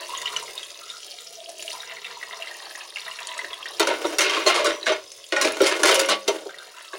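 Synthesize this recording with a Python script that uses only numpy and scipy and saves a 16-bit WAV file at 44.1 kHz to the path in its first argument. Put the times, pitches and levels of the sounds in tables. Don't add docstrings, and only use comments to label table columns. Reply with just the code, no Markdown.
import sys
import numpy as np
from scipy import signal
from scipy.fft import rfft, irfft
from scipy.io import wavfile
from scipy.ndimage import uniform_filter1d

SR = 44100
rng = np.random.default_rng(int(sys.argv[2]) if len(sys.argv) > 2 else 0)


def digitize_waveform(pressure):
    field = np.atleast_2d(pressure).T
    bounded = np.clip(field, -1, 1)
    quanta = np.round(bounded * 32767).astype(np.int16)
    wavfile.write(sys.argv[1], SR, quanta)


N = 307818


def undb(db):
    return 10 ** (np.asarray(db) / 20)


def unit(x):
    return x / np.sqrt(np.mean(x ** 2))


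def burst(x, samples=441):
    return x / np.sqrt(uniform_filter1d(x ** 2, samples, mode="constant").max())


def even(x, samples=6000):
    return x / np.sqrt(uniform_filter1d(uniform_filter1d(x ** 2, samples), samples) + 1e-18)


def fade(t, t60):
    return np.exp(-np.log(1000) * t / t60)


def note(t, hz, t60):
    return fade(t, t60) * np.sin(2 * np.pi * hz * t)


def add(out, start_s, x):
    i = max(int(start_s * SR), 0)
    out[i:i + len(x)] += x[:max(N - i, 0)]


def through(x, response):
    return signal.fftconvolve(x, response)[:len(x)]


def colour(points, samples=2048):
    hz, db = np.transpose(points)
    grid_hz = np.maximum(np.fft.rfftfreq(samples, 1 / SR), 1)
    gain = undb(np.interp(np.log(grid_hz), np.log(hz), db))
    cepstrum = irfft(np.log(gain))
    cepstrum[1:samples // 2] *= 2
    cepstrum[samples // 2 + 1:] = 0
    return irfft(np.exp(rfft(cepstrum)))


def band(x, edges_hz, kind, order=3):
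    return signal.sosfilt(signal.butter(order, edges_hz, kind, fs=SR, output="sos"), x + 1e-18)


def tuned(x, hz, width_hz, order):
    carrier = np.exp(2j * np.pi * np.cumsum(hz) / SR)
    return 2 * (band(x / carrier, width_hz / 2, "low", order) * carrier).real


def walk(per_s):
    return unit(np.interp(np.arange(N) / SR * per_s, np.arange(2000), rng.standard_normal(2000)))


def impacts(per_s, spread_db):
    hit = rng.random(N) < per_s / SR
    return hit * rng.choice([-1, 1], N) * undb(spread_db * np.minimum(rng.exponential(size=N), 5))


def bubble(hz, cycles, glide):
    life_s = cycles / hz
    t = np.arange(int(life_s * SR) + 2) / SR
    return fade(t, life_s) * np.sin(2 * np.pi * hz * t * (1 + glide * t / life_s / 2))


def swarm(centre_hz, octaves, cycles, count):
    out = np.zeros(N)
    for when, rank, length, up, down in rng.random((count, 5)):
        hz = min(centre_hz * 2 ** (octaves * (up - down)), 0.4 * SR)
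        gain = undb(-4 * np.log(max(rank, 0.005)))
        add(out, when * N / SR, gain * bubble(hz, cycles * (0.5 + length), glide=0.41))
    return unit(out)


def jet_resonance(curve, width_hz, flutter_db):
    times_s, db, hz = np.transpose(curve)
    t = np.arange(N) / SR
    ring = tuned(impacts(per_s=600, spread_db=4.5), np.interp(t, times_s, hz), width_hz, order=2)
    throb = undb(flutter_db * walk(per_s=28))
    return even(ring * throb) * np.interp(t, times_s, undb(db), left=0, right=0)


# centre in Hz, width in Hz, gain in dB.
BASIN_RESONANCES = [(580, 38, 0), (652.3, 17, 7.5), (1890, 400, 1.5), (2660, 123, 4), (3600, 510, -4.5)]


def basin(x):
    ring = sum(undb(db) * tuned(x, hz * (1 + 0.014 * walk(per_s=4)), width_hz, order=1)
               for hz, width_hz, db in BASIN_RESONANCES)
    return x + undb(16) * ring


# time in seconds, level in dB, pitch in Hz.
POOL_CURVE = [(0, -50, 1030), (0.28, -45, 1050), (0.6, -46, 980), (0.7, -66, 1190), (0.82, -53.5, 1300),
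              (1.05, -77, 1400), (1.69, -74, 980), (1.75, -47, 970), (1.87, -58, 970), (2.7, -53, 1030),
              (3.7, -49, 1040), (4.9, -53, 1080), (5.1, -71, 1130), (6.45, -84, 1450), (6.57, -51, 1540),
              (6.69, -79, 1450), (6.77, -53, 1430), (6.85, -76, 1400), (6.95, -44, 1010)]


def pool():
    return jet_resonance(POOL_CURVE, width_hz=200, flutter_db=5)


# frequency in Hz, gain in dB.
BUBBLE_SPECTRUM = [(300, -50), (600, -9), (1000, 5), (1300, -6.5), (3000, -0.5), (4500, 5.5), (7000, -35),
                   (15000, -48)]
SPRAY_SPECTRUM = [(400, -23), (1500, -16), (3000, -3), (6300, -3), (8200, -9.5), (9300, -2.5), (10200, -5),
                  (12000, -12.5), (13500, -18), (15500, -8)]
DRUM_SPECTRUM = [(30, -23), (90, -24), (170, -18.5), (250, -22), (340, -2.5), (450, -1.5), (560, 2.5),
                 (680, -5.5), (850, -12.5), (1500, -17), (5000, -33.5)]
# time in seconds, bubbling in dB, spray in dB, drumming in dB.
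JET_LEVELS = [(0.0, -42, -44.5, -52), (0.45, -49.5, -43.5, -47.5), (0.72, -50.5, -48, -58),
              (1.1, -61, -44.5, -58.5), (1.55, -68, -48.5, -57.5), (1.62, -64, -41.5, -54),
              (1.72, -51, -38.5, -56), (1.82, -42.5, -49.5, -56), (2.12, -49, -49.5, -54.5),
              (2.78, -44.5, -46.5, -57.5), (2.92, -53, -49.5, -60), (3.02, -42, -45, -59.5),
              (3.35, -45, -49, -56.5), (3.46, -46, -49.5, -47), (3.58, -48, -50.5, -59.5),
              (3.78, -54, -44, -49.5), (4.15, -42, -49.5, -42), (5.05, -72, -51.5, -55),
              (5.3, -55, -48.5, -60.5), (6.55, -58, -53, -52.5), (6.949, -48.5, -50.5, -68.5)]


def tap():
    times_s, *levels_db = np.transpose(JET_LEVELS)
    t = np.arange(N) / SR
    bubble_gain, spray_gain, drum_gain = (undb(np.interp(t, times_s, db)) for db in levels_db)
    slosh = undb(2.5 * walk(per_s=20))
    bubble_gain = np.hypot(bubble_gain * slosh, gulps())
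    surge = walk(per_s=45)
    bubbles = swarm(centre_hz=2140, octaves=2.005, cycles=23, count=8000) * undb(4 * surge)
    bubbles = even(basin(through(bubbles, colour(BUBBLE_SPECTRUM))), samples=3500)
    fizz = swarm(centre_hz=6310, octaves=2.044, cycles=16, count=12000)
    ticks = unit(impacts(per_s=900, spread_db=5))
    spray = even(through(fizz + undb(-5.5) * ticks, colour(SPRAY_SPECTRUM)))
    patter = impacts(per_s=1300, spread_db=0.5) * undb(2 * surge)
    drum = even(through(patter, colour(DRUM_SPECTRUM)))
    return bubbles * bubble_gain + spray * spray_gain + drum * drum_gain + pool() * slosh


# start in seconds, level in dB, bubble pitch in Hz.
BIG_DROPS = [(0.135, -28.5, 1075), (0.15, -27.5, 3160), (0.175, -30, 6650), (0.215, -32, 1890),
             (0.257, -22, 2900), (0.27, -25.5, 3040), (0.3633, -21, 2930), (0.368, -27, 6000),
             (0.578, -26.5, 3740), (0.63, -28, 3220), (0.9, -29.5, 3650), (1.488, -34.5, 667),
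             (1.624, -35, 6950), (1.716, -33, 4270), (1.803, -32, 3770), (2.045, -27.5, 2650),
             (2.169, -37.5, 950), (2.228, -27, 1890), (2.422, -26.5, 2750), (2.472, -30.5, 2010),
             (2.512, -35, 1830), (2.752, -30.5, 1910), (2.959, -25.5, 2700), (2.969, -26.5, 2180),
             (3.113, -30, 2830), (3.189, -29.5, 2600), (3.287, -32, 3100), (3.391, -23, 2000),
             (3.445, -26.5, 1870), (3.531, -26.5, 3300), (3.628, -33, 3230), (3.657, -26, 1850),
             (4.829, -29.5, 3940), (6.493, -33.5, 1525), (6.543, -36.5, 1920), (6.585, -38, 3560),
             (6.932, -33.5, 1620)]


def plops(cycles=53, swell_s=0.00063, wake_s=0.028, wake_octaves=0.39):
    out, t = np.zeros(N), np.arange(SR // 16) / SR
    for start_s, db, hz in BIG_DROPS:
        splash = band(rng.standard_normal(len(t)) * fade(t, 0.037), [1200, 6000], "band", order=2)
        add(out, start_s, undb(db - 16.5) * burst(splash, samples=220))
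        ring = bubble(hz, cycles, glide=0.046)
        ring *= -np.expm1(-np.arange(len(ring)) / SR / swell_s)
        add(out, start_s, undb(db - 3.5) * burst(ring, samples=220))
        for late, pitch in rng.random((9, 2)):
            satellite = bubble(hz * 2 ** (wake_octaves * (2 * pitch - 1)), cycles / 2, glide=0.21)
            add(out, start_s + wake_s * late, undb(db - 12.5) * (1 - 0.5 * late) * satellite)
    return band(out, 340, "high", order=2)


def gulps():
    out, t = np.zeros(N), np.arange(SR // 3) / SR
    for start_s, db, _ in BIG_DROPS:
        add(out, start_s, undb(db - 15.5) * fade(t, 0.18))
    return out


# start in seconds, level in dB. The last row is a piece of cutlery ticking, played the same way.
DROPS_ON_METAL = [(0.217, -30.5), (0.3638, -32.5), (0.902, -38), (1.4927, -35.5), (1.625, -31), (1.73, -32),
                  (3.271, -27.5), (3.379, -29), (5.118, -35.5)]


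def slaps():
    out, t = np.zeros(N), np.arange(SR // 32) / SR
    for start_s, db in DROPS_ON_METAL:
        tick = through(rng.standard_normal(len(t)) * fade(t, 0.0051), colour(SPRAY_SPECTRUM))
        add(out, start_s, undb(db) * burst(tick, samples=110))
    return band(out, 9600, "low")


# time in seconds, level in dB, pitch in Hz.
HOLLOW_CURVE = [(1.1, -68, 704), (1.28, -56.5, 673), (1.42, -49.5, 662), (1.52, -48.5, 650),
                (1.63, -45.5, 645), (1.78, -64, 640)]


def hollow():
    return jet_resonance(HOLLOW_CURVE, width_hz=56, flutter_db=4.5)


# time in seconds, level in dB, pitch in Hz.
CUTLERY_CURVE = [(2.6, -84, 5380), (2.85, -62, 5500), (3.75, -59, 5620), (4.85, -49, 5880),
                 (4.96, -59, 5050), (5.06, -58, 5070), (5.25, -60, 5530)]


def cutlery_ring():
    return jet_resonance(CUTLERY_CURVE, width_hz=70, flutter_db=3.5)


# frequency in Hz, gain in dB, t60 in seconds.
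LOADED_SINK_MODES = [(335.2, 8, 0.2), (388.3, 10, 0.25), (462, 0, 0.43), (543, 3, 0.7), (630.2, -2.5, 0.19),
                     (826, -4, 0.28), (896, 3.5, 0.075), (968, 3, 0.49), (1129, 5, 0.3), (1446, 7.5, 0.23),
                     (1825, -4, 0.54), (2190, 2, 0.22), (2900, 0.5, 0.097), (6080, 11, 0.08)]
# frequency in Hz, gain in dB.
DISH_SPECTRUM = [(18, -111), (30, -29.5), (90, -33), (190, -28.5), (328, -7), (499, -8), (632, -3),
                 (760, -7), (1130, -9), (1540, -11.5), (1860, -8), (6500, -12.5), (8200, -18),
                 (9970, -15.5), (13000, -32), (14800, -30), (16000, -22)]
# start in seconds, length in seconds, level in dB.
DISH_SLIDES = [(3.792, 0.22, -41), (4.002, 0.14, -34.5), (4.284, 0.16, -35), (4.41, 0.05, -40),
               (4.652, 0.31, -45.5), (5.422, 0.068, -31.5), (5.53, 0.17, -34.5), (5.748, 0.027, -20.5),
               (5.87, 0.23, -32), (6.251, 0.11, -35)]


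def scraping(attack_s=0.06, release_t60=0.32, width_hz=47):
    effort, t = np.zeros(N), np.arange(SR) / SR
    for start_s, length_s, db in DISH_SLIDES:
        release = fade(np.maximum(t - length_s, 0), release_t60)
        add(effort, start_s, undb(db) * np.minimum(t / attack_s, 1) * release)
    slips = impacts(per_s=2200, spread_db=-4) * undb(3 * walk(per_s=100))
    ring = sum(undb(db) * signal.lfilter(*signal.iirpeak(hz, hz / width_hz, fs=SR), slips)
               for hz, db, _ in LOADED_SINK_MODES[:-1])
    rub = through(slips + undb(4) * ring, colour(DISH_SPECTRUM))
    return even(rub) * effort


def sink_ring(t, t60, weight_db, detune=0.0196, walls_hz=(537.2, 590.3, 640), bottom_hz=393.1):
    chance = rng.standard_normal((len(LOADED_SINK_MODES), 2))
    modes = sum(share * undb(db) * note(t, hz * (1 + detune * pull), min(mode_t60, t60))
                for (hz, db, mode_t60), (share, pull) in zip(LOADED_SINK_MODES, chance))
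    walls = sum(rng.uniform(-0.23, 1) * note(t, hz, 1.07 * t60) for hz in walls_hz)
    bottom = note(t, bottom_hz, 0.65 * t60)
    return undb(-23.5) * modes + undb(-15) * walls + undb(-19.5 + 0.87 * weight_db) * bottom


def piece_ring(t, t60):
    return sum(gain * note(t, 700 * 10 ** decades, t60 * (0.5 + life))
               for decades, gain, life in rng.random((10, 3)))


def rattle(t, per_s=260, spread_db=5.5):
    steps = np.arange(int(t[-1] * per_s) + 2)
    steps_db = spread_db * np.minimum(rng.standard_normal(len(steps)), 2)
    clacks = undb(np.interp(t * per_s, steps, steps_db))
    return unit(rng.standard_normal(len(t)) * clacks)


def contacts(t, bounces_per_s, bounce_db, settle_t60):
    hit = rng.random(len(t)) < bounces_per_s / SR
    train = hit * rng.standard_normal(len(t)) * undb(bounce_db) * fade(t, settle_t60)
    train[0] = 1
    return train


# start in seconds, strength in dB, weight (thump) in dB, hardness (clink) in dB,
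# t60 in seconds, the piece's own note in Hz.
DISH_KNOCKS = [(3.7959, -7, -6.5, -17.5, 0.26, 1107), (3.8276, -9.5, -20, -18.5, 0.087, 900),
               (3.871, -10, -6.5, -14.5, 0.22, 1440), (3.8938, -14.5, -7.5, -33, 0.47, 917),
               (4.0447, -18.5, 4.5, -26, 0.1, 1277), (4.184, -6.5, -15, -13.5, 0.31, 2710),
               (4.2062, -7.5, -26, -10, 0.29, 2840), (4.2446, -10, -14, -22, 0.42, 2750),
               (4.296, -10.5, -33, -17.5, 0.49, 3220), (4.3668, -16.5, -2, -34, 0.077, 1076),
               (4.4621, -5, -9, -10.5, 0.28, 4260), (4.5416, -9.5, -10, -15, 0.4, 1170),
               (4.5777, -13, -5, -40, 0.31, 1137), (4.645, -10, -8, -16, 0.25, 1165),
               (4.657, -10, -11.5, -14.5, 0.29, 1094), (4.86, -7, -11.5, -20.5, 0.25, 1613),
               (4.894, -12.5, -6.5, -23, 0.22, 1164), (4.9202, -12, -26, -18, 0.14, 880),
               (5.3228, -9, -9.5, -20, 0.24, 1880), (5.3627, -9.5, -9.5, -17, 0.22, 2366),
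               (5.413, -8, -13.5, -11, 0.25, 1880), (5.4451, -8, -7, -13.5, 0.33, 2330),
               (5.6032, -10, -0.5, -21.5, 0.3, 1400), (5.631, -12.5, -10, -12.5, 0.37, 4300),
               (5.6615, -8.5, -22, -9.5, 0.27, 3160), (5.7132, -10, -10.5, -17, 0.18, 1690),
               (5.8329, -2.5, -12, -14.5, 0.12, 1694), (5.8535, -5.5, -12, -10.5, 0.41, 1070),
               (5.8893, -5, -9.5, -15, 0.22, 1286), (5.9097, -13.5, -10, -6.5, 0.27, 3300),
               (5.944, -8, -21, -11, 0.5, 975), (5.992, -8.5, -17.5, -6, 0.21, 3330),
               (6.087, -7.5, -20, -12, 0.19, 1150), (6.104, -7.5, -10, -16, 0.2, 2924),
               (6.2788, -11, -4, -8, 0.12, 3120), (6.4573, -45.5, 18, -4, 0.16, 880),
               (6.9336, -23, -5.5, -30, 0.17, 1100)]


def clatter(crack_db=13.5, crack_t60=0.0051, contact_s=0.00084, heave_s=0.0031):
    out, t = np.zeros(N), np.arange(SR // 4) / SR
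    tone = colour(DISH_SPECTRUM)
    for start_s, strength_db, weight_db, hardness_db, t60, note_hz in DISH_KNOCKS:
        ring = sink_ring(t, t60, weight_db) + undb(-16) * piece_ring(t, t60 / 2)
        ring += undb(-10 - 0.5 * hardness_db) * note(t, note_hz, t60=0.049)
        cutoff_hz = min(25800 * undb(0.52 * hardness_db), SR / 2 - 2000)
        crowd = rattle(t)
        blows = contacts(t, bounces_per_s=190, bounce_db=-2, settle_t60=0.46 * t60)
        push = band(through(blows, tone), cutoff_hz, "low", order=2)
        registers = [(900, "low", weight_db - 7, 1, heave_s),
                     ([900, 4000], "band", -12, 1, contact_s),
                     (4000, "high", hardness_db - 5.5, 0.37, contact_s)]
        for edges_hz, kind, db, stretch, swell_s in registers:
            decay = fade(t, t60 * stretch) + undb(crack_db) * fade(t, crack_t60 * stretch)
            body = (ring + crowd * decay) * -np.expm1(-t / swell_s)
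            knock = band(through(body, push), edges_hz, kind)
            add(out, start_s, undb(strength_db + db) * burst(knock))
    return out


# frequency in Hz, gain in dB.
SPOON_PARTIALS = [(4480, -5), (5710, 5), (6400, -2), (7050, -3), (9750, -1), (10600, -6)]
# start in seconds, level in dB.
SPOON_HITS = [(3.7968, -20), (3.87, -33), (3.939, -45), (4.0684, -34), (4.185, -18.5), (4.2956, -31),
              (4.645, -27.5), (5.413, -20), (5.521, -32), (5.6167, -25.5), (5.8323, -24), (5.944, -20),
              (6.0591, -32), (6.2784, -26.5), (6.355, -52)]


def clinks(t60=0.031, detune=0.0144):
    out, t = np.zeros(N), np.arange(SR // 8) / SR
    for start_s, db in SPOON_HITS:
        chance = rng.standard_normal((len(SPOON_PARTIALS), 2))
        ring = sum(share * undb(mode_db) * note(t, hz * (1 + detune * pull), t60)
                   for (hz, mode_db), (share, pull) in zip(SPOON_PARTIALS, chance))
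        tick = band(rng.standard_normal(len(t)) * fade(t, 0.011), [2500, 7000], "band", order=1)
        blows = contacts(t, bounces_per_s=360, bounce_db=-4, settle_t60=2 * t60)
        clink = through(ring + undb(12) * tick, blows)
        add(out, start_s, undb(db) * burst(clink, samples=220))
    return out


# start in seconds, level in dB, pitch in Hz, t60 in seconds.
FREED_PIECES = [(4.262, -34, 2840, 0.18), (4.468, -15.5, 600, 0.084), (4.187, -28, 2159, 0.45),
                (4.662, -31, 3900, 0.21), (4.895, -20.5, 616, 0.21), (5.365, -16, 1870, 0.11),
                (5.607, -18.5, 393, 0.26), (5.625, -18, 334, 0.11), (5.916, -17, 3030, 0.07),
                (5.975, -23.5, 543, 0.87), (6.09, -44, 203, 0.8), (6.125, -25, 3040, 0.11),
                (6.282, -24.5, 400, 0.16)]


def after_rings(swell_s=0.0012):
    out, t = np.zeros(N), np.arange(SR // 2) / SR
    for start_s, db, hz, t60 in FREED_PIECES:
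        twin_hz = hz * (1 + 0.0097 * rng.uniform(0.32, 1.75))
        pair = note(t, hz, t60) + 0.5 * note(t, twin_hz, t60)
        add(out, start_s, undb(db) * pair * -np.expm1(-t / swell_s))
    return out


def reflections(x, sink_db, sink_t60, room_db, room_t60, paths):
    t = np.arange(SR // 3) / SR
    shares = np.exp([1.87 * walk(per_s=5.4) for _ in range(paths)])
    out = x
    for share in shares / np.linalg.norm(shares, axis=0):
        sink = rng.standard_normal(len(t)) * fade(t, sink_t60) * (t > 0.0008)
        room = rng.standard_normal(len(t)) * fade(t, room_t60) * (t > 0.006)
        sink *= undb(sink_db) / np.linalg.norm(sink)
        room *= undb(room_db) / np.linalg.norm(room)
        out = out + through(x * share, sink + room)
    return out


def scene():
    water = tap() + plops() + hollow() + cutlery_ring()
    dishes = clatter() + scraping() + after_rings() + clinks()
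    water = reflections(water + slaps(), sink_db=-1, sink_t60=0.03, room_db=-7.5, room_t60=0.23, paths=4)
    dishes = reflections(dishes, sink_db=-8, sink_t60=0.036, room_db=-14, room_t60=0.13, paths=1)
    return (water + dishes)[None]


def record(dry):
    rounded = np.tanh(1.204 * dry) / 1.073
    return signal.sosfilt(signal.ellip(10, 0.2, 70, 15900, fs=SR, output="sos"), rounded)


dry = scene()
out = record(dry)
digitize_waveform(out)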